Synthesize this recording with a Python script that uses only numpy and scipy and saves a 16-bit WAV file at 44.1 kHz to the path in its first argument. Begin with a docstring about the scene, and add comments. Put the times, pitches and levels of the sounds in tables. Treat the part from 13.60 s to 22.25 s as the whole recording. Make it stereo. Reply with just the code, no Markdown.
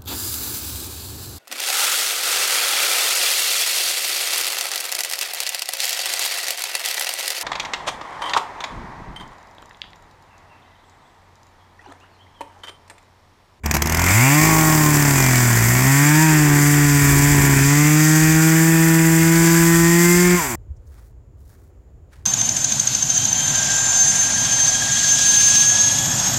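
"""A two-stroke chainsaw pops at idle over a faint breeze, a few metres away in a wood. It revs up, sags
as it bites into a log, pulls through, coasts down and stops abruptly. Firings drive the muffler, skipped
firings end in sharp pops, the chain rings on its sprocket and rasps in the kerf.
Then a dull footfall and soft steps on dry grass. Gusts rumble on the microphone."""
import sys
import numpy as np
from scipy import signal
from scipy.fft import rfft, irfft, next_fast_len
from scipy.io import wavfile
from scipy.ndimage import uniform_filter1d, map_coordinates

SR = 44100
rng = np.random.default_rng(int(sys.argv[2]) if len(sys.argv) > 2 else 0)


def wrap_up_sound(samples):
    """Save the sound to the file named by the first command line argument, as 16-bit audio."""
    columns = np.atleast_2d(samples).T
    # keep every value between -1 and 1, then stretch to whole-number steps
    tamed = np.clip(columns, -1, 1)
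    steps = np.round(tamed * 32767).astype(np.int16)
    wavfile.write(sys.argv[1], SR, steps)


N = 381685
TIME = np.arange(N) / SR

# how alike the two channels of noise are: freq_hz, correlation
STEREO_LIKENESS = [(25, 0.45), (250, 0.96), (1000, 0.84), (2500, 1), (4500, 0.44), (12000, .08)]
# wind rumble: freq_hz, gain_db
WIND_EQ = [(30, -10), (60, 1), (85, -3), (120, -9), (200, -28.5), (400, -54)]
# gusts: centre_s, half_length_s, level_db
GUSTS = [(3.1, 0.66, -38.5), (3.7, 0.34, -27), (4.7, 0.085, -30.5), (5.85, 0.64, -39.5), (6.7, 0.4, -38.5)]
# hush of the woods with a faint, high insect hiss: freq_hz, gain_db
AMBIENCE_EQ = [(180, -15.5), (400, -12), (1000, -27), (3800, -46), (6000, -46), (7150, -34), (8200, -49.5),
               (16000, -49)]

# crank speed, one turn a cycle: time_s, speed_hz
CRANK_SPEED = [(0.2, 73.8), (0.5, 91.5), (0.64, 129.5), (0.76, 150.7), (0.88, 160), (1.12, 156),
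               (1.48, 142.5), (1.66, 130.5), (2.02, 113.2), (2.32, 137.2), (2.64, 159), (2.92, 144.7),
               (3.16, 146), (3.55, 140.5), (3.71, 145), (3.8, 140.8), (3.88, 141), (4.0, 136.5),
               (4.18, 147.3), (4.4, 154), (5.08, 162.9), (5.56, 163), (5.8, 166), (6.25, 167.8),
               (6.64, 178), (6.78, 177), (6.86, 135), (6.96, 106)]
START_S, STOP_S, IDLE_HZ = .036, 6.955, 102
# spans of the saw's action: start_s, end_s, fade_in_s, fade_out_s
FREE_CHAIN = (.39, 1.15, .23, .27)
RATTLING = (.42, 1.0, .12, .25)
PART_THROTTLE = (.82, 2.25, .15, .027)
CUTTING = (2.8, 7.6, .09, .063)
COASTING = (6.79, 7.1, .08, .04)
# faders that ride the crank speed, with one slope below a knee and another above: knee_db, knee_hz,
# below_db_per_octave, above_db_per_octave, free_chain_db, part_throttle_db, cutting_db, coasting_db
LOW_FADER = (-12.5, 108, 18.5, -4, -1, -1.5, 0, -21.5)
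OCTAVE_FADER = (-18.5, 154, 16.5, 3, 0, -1.5, .5, -24)
THIRD_FADER = (-34.5, 118.5, -2.5, -15, 1, -2.5, 5.5, -2.5)
BARK_FADER = (-28, 158.5, 5.5, -16, 5, -.5, -1, -1)
RASP_FADER = (-22.5, 91.5, 45, -1.5, -.5, -2.5, -1.8, -2)
HISS_FADER = (-20.5, 95.5, 56.5, 2, 2, -1.5, -.47, .5)

# the muffler's midrange bark: freq_hz, gain_db
BARK_EQ = [(400, -25), (520, -10), (620, -4.5), (800, -2), (950, 0.5), (1130, -1.5), (1350, -18.5),
           (2000, -33.5)]
# the bark swells and dips: centre_s, half_length_s, change_db
BARK_SWELLS = [(1.099, 0.31, 2.5), (3.35, 0.21, -4.5), (4.0, 0.062, -9)]
# the muffler's rasp: freq_hz, gain_db
RASP_EQ = [(900, -30), (1200, -12), (1440, -2), (1620, -3), (1850, 1.5), (2060, -4), (2280, -1), (2550, -8),
           (2800, -16), (3100, -26), (4500, -42)]
# narrow rings of the muffler shell: pitch_hz, width_hz, relative_db
SHELL_RINGS = [(993, 60, -15), (1840, 50, -19.5), (2314, 70, -13)]
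# puffs of exhaust gas: freq_hz, gain_db
GAS_EQ = [(50, -10.5), (120, -27.5), (340, 3), (450, -9), (570, -14.5), (750, -5), (1000, -5), (1300, -2),
          (1900, 4.5), (2400, -2.5), (3000, -8), (3500, -8.5), (4000, -18), (8000, -52.5)]
# hard firings after skipped ones, listed one by one, among them the idle run every second turn and a run every
# few turns from 1.0 s: time_s, strength_db
LISTED_POPS = [(0.0595, -20.5), (0.111, -15), (0.14, -18), (0.146, -20), (0.1515, -21), (0.1665, -16.5),
               (0.2205, -13), (0.258, -22), (0.2713, -19.5), (0.2965, -18.5), (0.322, -17.5), (0.346, -17),
               (0.3705, -17.5), (0.394, -16.5), (0.4174, -17), (0.44, -17), (0.4625, -18.5), (0.485, -18.5),
               (0.506, -20), (1.01, -19.5), (1.035, -25), (1.055, -24), (1.075, -24), (1.099, -21),
               (1.125, -19), (1.151, -19), (1.176, -18), (1.21, -23), (1.235, -19), (1.261, -20),
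               (1.288, -23), (1.315, -22), (1.343, -20), (1.37, -19.5), (1.397, -23), (1.425, -18),
               (1.452, -18), (1.482, -21), (1.509, -18)]
# further pops of the same kind, spread in runs with a pop every few turns: start_s, end_s, gap_turns,
# scatter_turns, strength_db
MISFIRES = [(0.815, 1.0, 3, 0, -21), (1.537, 1.945, 3, .25, -21), (1.957, 2.27, 2, .2, -23),
            (3.42, 3.72, 6, 2, -28), (3.75, 4.01, 4, .4, -25)]
# the crack of a pop: freq_hz, gain_db
CRACK_EQ = [(200, 0), (380, 3), (520, -9.5), (700, -2.5), (1100, -3.5), (1700, -2), (2300, -1), (3600, -14),
            (5200, -3), (6600, 0), (9500, -14.5), (12500, -4), (16000, -12.5)]
# the muffler's knock under a pop: pitch_hz, width_hz, relative_db
KNOCK_RINGS = [(345, 80, -21), (720, 130, -23), (880, 150, -23)]
# spells of burbling: start_s, end_s, level_db
BURBLES = [(.15, .52, -37), (.82, 2.26, -34), (2.7, 3.06, -32), (3.14, 3.21, -31), (3.49, 3.6, -30),
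           (3.72, 4.02, -31.5), (5.81, 5.92, -33)]
# the muffler's hollow cavity: pitch_hz, width_hz, relative_db
CAVITY_RINGS = [(345, 60, 0), (930, 330, -5)]

# the chain's hiss: freq_hz, gain_db
HISS_EQ = [(2500, -21.5), (3400, -12.5), (4100, -20), (4750, -6), (5500, -8), (6150, -3.5), (6700, -4),
           (7350, 3), (8200, -3), (9200, -9.5), (11000, -11.5), (12500, -5), (13800, -9), (15800, -10.5)]
# the cutters bite harder or lighter: centre_s, half_length_s, change_db
BITES = [(2.9, .15, -0.7), (4.447, 0.17, 1), (5.3, 0.38, -0.5), (6.75, 0.12, -2.4)]
# passing rings in the hiss: pitch_hz, width_hz, level_db, (start_s, end_s, fade_in_s, fade_out_s)
HISS_RINGS = [(15000, 1400, -30, (.65, 1.45, .3, 0.27)), (6500, 1100, -29, (4.05, 4.85, .2, 0.2))]
# overtones that sing out: crank_multiple, relative_db, (start_s, end_s, fade_in_s, fade_out_s)
WHINES = [(18, -25.5, (.57, .655, .05, .04)), (7, -32, (.72, 1.4, .1, .2)),
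          (18, -31.5, (1.57, 1.78, .08, .08)), (11, -32, (2.28, 2.66, .1, .1)),
          (6, -30, (2.5, 2.71, .1, .06)), (14, -31, (4.15, 4.42, .1, .1)),
          (11, -29.5, (5.95, 6.38, .1, .08)), (12, -32.5, (6.41, 6.79, .04, .03)),
          (6, -28, (6.775, 6.835, .025, .03))]
# wood chips in the kerf: freq_hz, gain_db
CHIP_EQ = [(1000, -18), (1450, -2), (1800, 0.5), (2100, -3), (2350, -4), (2650, -8), (3100, -17)]

# steps on dry grass: peak_s, level_db, rise_s, fall_s
STEPS = [(7.385, -55, 0.075, 0.06), (7.914, -59, 0.035, 0.11), (8.53, -51.5, 0.012, 0.067)]
# their crunch: freq_hz, gain_db
CRUNCH_EQ = [(400, -10), (900, -1), (1700, -2), (3000, -11), (7000, -12), (16000, -21)]
# boots brush through the grass: start_s, end_s, level_db
BRUSHES = [(7.26, 7.51, -66.5), (7.78, 8.1, -67.5), (7.875, 7.94, -65)]
# their swish: freq_hz, gain_db
BRUSH_EQ = [(2500, -5), (6500, -2), (16000, -1)]
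# twigs tick underfoot: time_s, level_db
TWIG_TICKS = [(7.17, -63.5), (7.275, -61)]


def undb(db):
    """Decibels to gain."""
    return 10 ** (np.asarray(db) / 20)


def unit(x):
    """Scale to rms 1."""
    return x / np.sqrt(np.mean(x ** 2))


def steady(x):
    """Hold the running rms at 1."""
    return x / np.sqrt(np.abs(uniform_filter1d(x ** 2, 4000)) + 1e-12)


def pan(db):
    """Channel gains for a left-minus-right level."""
    return undb(np.array([[db], [-db]]) / 2)


def walk(rate_hz):
    """Smooth random drift with spread 1."""
    hold = max(int(SR / rate_hz), 2)
    stairs = np.repeat(rng.standard_normal(N // hold + 1), hold)
    return unit(uniform_filter1d(stairs, hold)[:N])


def swell(centre_s, half_s):
    """A smooth rise and fall around one moment."""
    return np.exp(-((TIME - centre_s) / half_s) ** 2)


def during(span):
    """A gate with straight fades centred on its start and end."""
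    start, end, fade_in, fade_out = span
    return np.clip(.5 + (TIME - start) / fade_in, 0, 1) * np.clip(.5 + (end - TIME) / fade_out, 0, 1)


def spells(rows, fade_s=.03):
    """A row of gates, each at its own level."""
    return sum(undb(db) * during((start, end, fade_s, fade_s)) for start, end, db in rows)


def band(x, hz, width_hz):
    """Band-pass around a centre."""
    return signal.sosfilt(
        signal.butter(2, [hz - width_hz / 2, hz + width_hz / 2], "band", fs=SR, output="sos"), x)


def on_bins(points, size):
    """Spread a curve over FFT bins, joined on a log frequency axis."""
    hz, value = np.transpose(points)
    bin_hz = np.maximum(np.arange(size // 2 + 1) * SR / size, 1)
    return np.interp(np.log(bin_hz), np.log(hz), value)


def colour(x, eq):
    """Minimum-phase EQ, falling 30 dB in the octave beyond each end."""
    size = 2 * next_fast_len(N // 2 + 4096)
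    closed = [(eq[0][0] / 2, eq[0][1] - 30), *eq, (eq[-1][0] * 2, eq[-1][1] - 30)]
    cepstrum = irfft(on_bins(closed, size) * np.log(10) / 20)
    cepstrum[1:size // 2] *= 2
    cepstrum[size // 2 + 1:] = 0
    return irfft(rfft(x, size) * np.exp(rfft(cepstrum)))[..., :N]


def noise():
    """White stereo noise: narrow in the mids, wide in the treble."""
    size = 2 * next_fast_len(N // 2 + 1)
    alike = np.clip(on_bins(STEREO_LIKENESS, size), 0, 1)
    mid, side = rfft(rng.standard_normal((2, size)))
    mid, side = mid * np.sqrt(1 + alike), side * np.sqrt(1 - alike)
    return unit(irfft(np.array([mid + side, mid - side]))[:, :N])


def grains(per_s, scatter_db):
    """Tiny clicks at random moments, of very different sizes."""
    chance, size = rng.random(N), rng.standard_normal(N)
    return unit((chance < per_s / SR) * np.sign(size) * undb(scatter_db * np.minimum(np.abs(size), 2.5)))


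def outdoors(calm_db=-44, ambience_db=-59):
    """Gusts rumble on the microphone over the hush of the woods with a faint, high insect hiss."""
    breeze = undb(calm_db) + sum(undb(db) * swell(s, half_s) for s, half_s, db in GUSTS)
    rumble = unit(colour(noise(), WIND_EQ)) * breeze * undb(1.5 * walk(15))
    ambience = unit(colour(noise(), AMBIENCE_EQ)) * undb(ambience_db + .8 * walk(2.3))
    return rumble * pan(-1.9) + ambience


def ride(hz, fader):
    """A layer's level in dB from the crank speed and what the saw is doing."""
    knee_db, knee_hz, below, above, *shifts_db = fader
    octaves = np.log2(hz / knee_hz)
    spans = (FREE_CHAIN, PART_THROTTLE, CUTTING, COASTING)
    action_db = sum(db * during(span) for db, span in zip(shifts_db, spans))
    return knee_db + octaves * np.where(octaves < 0, below, above) + action_db


def firings(turns, lag_turns, jitter_s, scatter_db):
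    """One pulse a crank turn, each a little different in time and size."""
    times = np.interp(np.arange(1, int(turns[-1]) - 1) + lag_turns, turns, TIME)
    slip, force = rng.standard_normal((len(times), 2)).T
    place = np.clip((times + jitter_s * slip) * SR, 0, N - 2)
    i, size = place.astype(int), undb(scatter_db * force)
    return np.bincount(i, size * (1 - place + i), N) + np.bincount(i + 1, size * (place - i), N)


def sputter(hz, clean_db=.45, idle_db=1.9, lug_db=1):
    """Level flutter in dB: combustion is uneven at idle and when the cut makes the engine lug."""
    lugging = during(CUTTING) * np.clip((152.5 - hz) / 25, 0, 1)
    return (clean_db + idle_db * (hz < IDLE_HZ) + lug_db * lugging) * walk(140)


def heft(hits, full_charge_db=-21):
    """How hard a pop pushes the exhaust: it grows with the crack, up to a full charge."""
    return np.minimum(hits / undb(full_charge_db), 1) ** .7


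def drone(hz, angle, push, octave_floor_db=-34):
    """The muffler breathes three low harmonics; a floor under the second keeps the idle hollow."""
    low = steady(push * np.cos(angle)) * undb(ride(hz, LOW_FADER))
    octave_db = np.maximum(ride(hz, OCTAVE_FADER), octave_floor_db)
    octave = steady(push ** 1.2 * np.cos(2 * angle - .9)) * undb(octave_db)
    third = steady(push ** .65 * np.cos(3 * angle)) * undb(ride(hz, THIRD_FADER))
    return signal.sosfilt(signal.butter(1, 40, "high", fs=SR, output="sos"), low + octave + third)


def baffles(x):
    """Echoes between the muffler's baffles smear each pulse over a few milliseconds."""
    for lag in (23, 37, 59):
        feedback = np.r_[1, np.zeros(lag - 1), -.55]
        x = signal.lfilter(feedback[::-1], feedback, x)
    return x


def rocking(x, spread_db=2.8, patch_hz=230, rate_hz=6):
    """Neighbouring overtones swell and fade on their own as the saw rocks in the hands."""
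    hz, s, bins = signal.stft(x, SR, nperseg=2048)
    grid = np.meshgrid(hz / patch_hz, s * rate_hz, indexing="ij")
    drift = map_coordinates(rng.standard_normal((160, 160)), grid, order=1, mode="mirror")
    return signal.istft(bins * undb(spread_db * unit(drift)), SR)[1][:N]


def shell(pulses):
    """Each ring of the muffler shell swells as a harmonic of the firings glides through it."""
    return sum(unit(signal.lfilter(*signal.iirpeak(hz, hz / width, fs=SR), pulses)) * undb(db)
               for hz, width, db in SHELL_RINGS)


def exhaust(hz, turns, hits, coast_db):
    """Over the low drone, each blow-down barks, rasps, rings the shell and lets out a puff of gas."""
    angle = 2 * np.pi * turns
    # above idle a popping turn pushes harder; the firing before it is skipped, so tone and bark sag
    surge = signal.fftconvolve(heft(hits) * (hz > IDLE_HZ), np.hanning(SR // 100), "same")
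    skipped = np.interp(turns + 1, turns, surge)
    flutter_db = sputter(hz)
    push = undb(flutter_db + 2.5 * surge - 5.5 * skipped)
    blow = undb(flutter_db + 3 * surge - 12 * skipped)
    # timing loosens with the throttle shut or part open, and for the rasp in the cut too
    loose_turns = (.04 * during(COASTING) + .012 * during(PART_THROTTLE)) * walk(120)
    early = firings(turns + loose_turns, lag_turns=-.15, jitter_s=2e-5, scatter_db=.6)
    ragged_turns = (.0035 * during(CUTTING) + .01 * during(PART_THROTTLE)) * walk(130)
    late = firings(turns + ragged_turns + loose_turns / 2, lag_turns=.1, jitter_s=1e-5, scatter_db=.6)
    bark_db = ride(hz, BARK_FADER) + sum(db * swell(s, half_s) for s, half_s, db in BARK_SWELLS)
    bark = steady(colour(baffles(early * blow), BARK_EQ)) * undb(bark_db)
    grind = baffles(baffles(late * push ** .4))
    rasp_db = ride(hz, RASP_FADER) + coast_db
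    rasp = steady(rocking(colour(grind, RASP_EQ))) * undb(rasp_db) + shell(grind) * undb(rasp_db - 1)
    puff = undb(1.2 * np.cos(angle - 2) + 2.2 * walk(300))
    gas = unit(colour(noise() * puff, GAS_EQ)) * undb(rasp_db - 2.3)
    return drone(hz, angle, push) * pan(.44) + bark * pan(.74) + rasp * pan(1.8) + gas * pan(2.2)


def pop_triggers(turns, scatter_db=2, lock_after_s=.6):
    """One spike a pop, listed one by one or spread in runs; once the saw has revved up they lock to the
    firings."""
    rows = list(LISTED_POPS)
    for start, end, gap_turns, scatter_turns, db in MISFIRES:
        slip, force = rng.standard_normal((64, 2)).T
        gaps = np.maximum(np.round(gap_turns + scatter_turns * slip), 1)
        times = np.interp(np.interp(start, TIME, turns) + np.cumsum(gaps) - gaps[0], turns, TIME)
        rows += [(s, db + scatter_db * f) for s, f in zip(times, force) if s < end]
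    times, db = np.transpose(rows)
    on_firing = np.interp(np.round(np.interp(times, TIME, turns)), turns, TIME)
    times = np.where(times > lock_after_s, on_firing, times)
    return np.bincount((times * SR).astype(int), undb(db), N)


def pops(hits, rise_s=.0008, decay_s=.0038, lurch_hz=110, lurch_s=.0024):
    """Unburnt mixture fires hard: a crack of gas, a low lurch of the exhaust, a knock of the muffler."""
    t = TIME[:2048]
    burst = (1 - np.exp(-t / rise_s)) * np.exp(-t / decay_s)
    crack = unit(colour(noise(), CRACK_EQ)) * signal.fftconvolve(hits, burst / burst.max())[:N]
    lurch = -np.sin(2 * np.pi * lurch_hz * t) * np.exp(-t / lurch_s) * undb(-8)
    knock = sum(-np.sin(2 * np.pi * hz * t) * np.exp(-np.pi * width_hz * t) * undb(db)
                for hz, width_hz, db in KNOCK_RINGS)
    thump = signal.fftconvolve(heft(hits), lurch + knock)[:N]
    # the small muffler radiates no deep bass
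    thump = signal.sosfilt(signal.butter(3, 54, "high", fs=SR, output="sos"), thump)
    return crack * undb(3.5) * pan(2.2) + thump


def burble(turns):
    """Strong and weak firings take turns and ring the muffler's cavity between the harmonics."""
    uneven = np.cos(np.pi * turns + .8 * walk(14)) + .5 * walk(140)
    pulses = firings(turns, lag_turns=0, jitter_s=5e-5, scatter_db=1) * uneven
    ring = sum(steady(band(pulses, hz, width_hz)) * undb(db) for hz, width_hz, db in CAVITY_RINGS)
    return ring * spells(BURBLES) * pan(.5)


def wander(hiss, split_hz=7300, spread_db=.93, rate_hz=5):
    """The lower and upper halves of the hiss drift in level, each on its own."""
    low = signal.sosfiltfilt(signal.butter(3, split_hz, fs=SR, output="sos"), hiss)
    return low * undb(spread_db * walk(rate_hz)) + (hiss - low) * undb(spread_db * walk(rate_hz))


def chain(hz, turns, coast_db, teeth=6, sprocket_hz=946, bar_hz=2220, bar_width_hz=380):
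    """The sprocket sings, the steel bar whines and rattles, and the cutters hiss in tiny bursts."""
    hiss_db = ride(hz, HISS_FADER) + coast_db + sum(db * swell(s, half_s) for s, half_s, db in BITES)
    tooth_hz = teeth * hz
    tooth_phase = 2 * np.pi * teeth * turns + .3 * walk(90)
    # the sprocket peaks as the tooth rate meets its resonance; wood round the bar damps it
    detuning = (tooth_hz - sprocket_hz) / 40
    sprocket_db = -28 - 12 * during(CUTTING) - 10 * np.log10(1 + detuning ** 2)
    sprocket = np.sin(tooth_phase) * undb(sprocket_db + 2 * walk(40))
    # overtones of the tooth rate whine as they pass through the bar's ring
    whine = sum(np.sin(k * tooth_phase) / (1 + (2 * (k * tooth_hz - bar_hz) / bar_width_hz) ** 2)
                for k in (2, 3))
    whine *= undb(hiss_db - 13 + 2 * walk(20))
    rattle = unit(band(noise(), bar_hz, bar_width_hz)) * undb(-24) * during(RATTLING)
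    bite = undb(.73 * np.cos(2 * np.pi * turns - .6) + 1.2 * walk(1100) + .67 * walk(60))
    hiss = wander(unit(colour(noise() * bite, HISS_EQ))) * undb(hiss_db)
    rings = sum(unit(band(noise() * bite, ring_hz, width_hz)) * undb(db) * during(span)
                for ring_hz, width_hz, db, span in HISS_RINGS)
    return (np.sqrt(2) * (sprocket + whine) + rattle + hiss + rings) * pan(2)


def singing(turns, jitter_rad=.028):
    """Single crank overtones stand out as the chain's tension changes; the higher, the rougher."""
    tones = np.zeros(N)
    for multiple, db, span in WHINES:
        phase = multiple * (2 * np.pi * turns + jitter_rad * walk(60))
        tones += np.sin(phase) * undb(db - 1 + 3 * walk(30)) * during(span)
    return np.sqrt(2) * tones * pan(1.8)


def kerf(level_db=-32.5, flurry_db=2):
    """Chips snap off the log in uneven flurries and ring the bar."""
    chips = grains(per_s=1800, scatter_db=4) * undb(flurry_db * walk(25))
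    grit = unit(rocking(colour(chips, CHIP_EQ)))
    return grit * undb(level_db) * during(CUTTING) * (1 - during(COASTING)) * pan(2)


def woods(x, t60_s=.13, wet_db=-18.5, predelay_s=.012):
    """Trunks scatter a thin, dull echo, different at each ear."""
    t = TIME[:SR]
    tail = rng.standard_normal((2, SR)) * undb(-60 * t / t60_s) * (t > predelay_s)
    tail = signal.sosfilt(signal.butter(1, [450, 6000], "band", fs=SR, output="sos"), tail)
    tail *= undb(wet_db) / np.sqrt(np.sum(tail ** 2) / 2)
    return x + signal.fftconvolve(x, tail, axes=1)[:, :N]


def chainsaw(coast_db_per_s=-53):
    """The crank drives engine and chain; saw and echo are gated hard in and out."""
    hz = np.interp(TIME, *np.transpose(CRANK_SPEED))
    turns = np.cumsum(hz) / SR
    hits = pop_triggers(turns)
    # rasp and hiss die away as the chain slows against the clutch, throttle shut
    coast_db = coast_db_per_s * np.maximum(TIME - COASTING[0], 0)
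    saw = exhaust(hz, turns, hits, coast_db) + chain(hz, turns, coast_db)
    saw += singing(turns) + burble(turns) + kerf() + pops(hits)
    gate = uniform_filter1d(1. * ((TIME > START_S) & (TIME < STOP_S)), size=128)
    return woods(saw) * gate


def footfall(time_s=7.113, pitch_hz=68, half_s=.012, peak_db=-22):
    """One heavy step thuds through the ground."""
    return undb(peak_db) * np.cos(2 * np.pi * pitch_hz * (TIME - time_s)) * swell(time_s, half_s)


def grass_steps():
    """Dry blades brush and snap under the boots, and twigs tick."""
    weight = sum(undb(db) * np.exp(-np.maximum((s - TIME) / rise_s, (TIME - s) / fall_s))
                 for s, db, rise_s, fall_s in STEPS)
    snaps = np.array([grains(per_s=350, scatter_db=8) for _ in range(2)])
    blades = noise() * undb(2.7 * walk(900) + 1.5 * walk(70)) + snaps
    crunch = unit(colour(blades, CRUNCH_EQ)) * weight
    brush = unit(colour(blades, BRUSH_EQ)) * spells(BRUSHES)
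    twig = unit(band(noise(), hz=6300, width_hz=2500))
    ticks = twig * sum(undb(db) * swell(s, half_s=.006) for s, db in TWIG_TICKS)
    return crunch + brush + ticks


def scene():
    """Saw, steps and open air."""
    return chainsaw() + footfall() + grass_steps() + outdoors()


def record(dry):
    """A steep low-pass at 15.9 kHz takes off the very top."""
    return signal.sosfilt(signal.ellip(10, .2, 70, 15900, fs=SR, output="sos"), dry)


dry = scene()
out = record(dry)
wrap_up_sound(out)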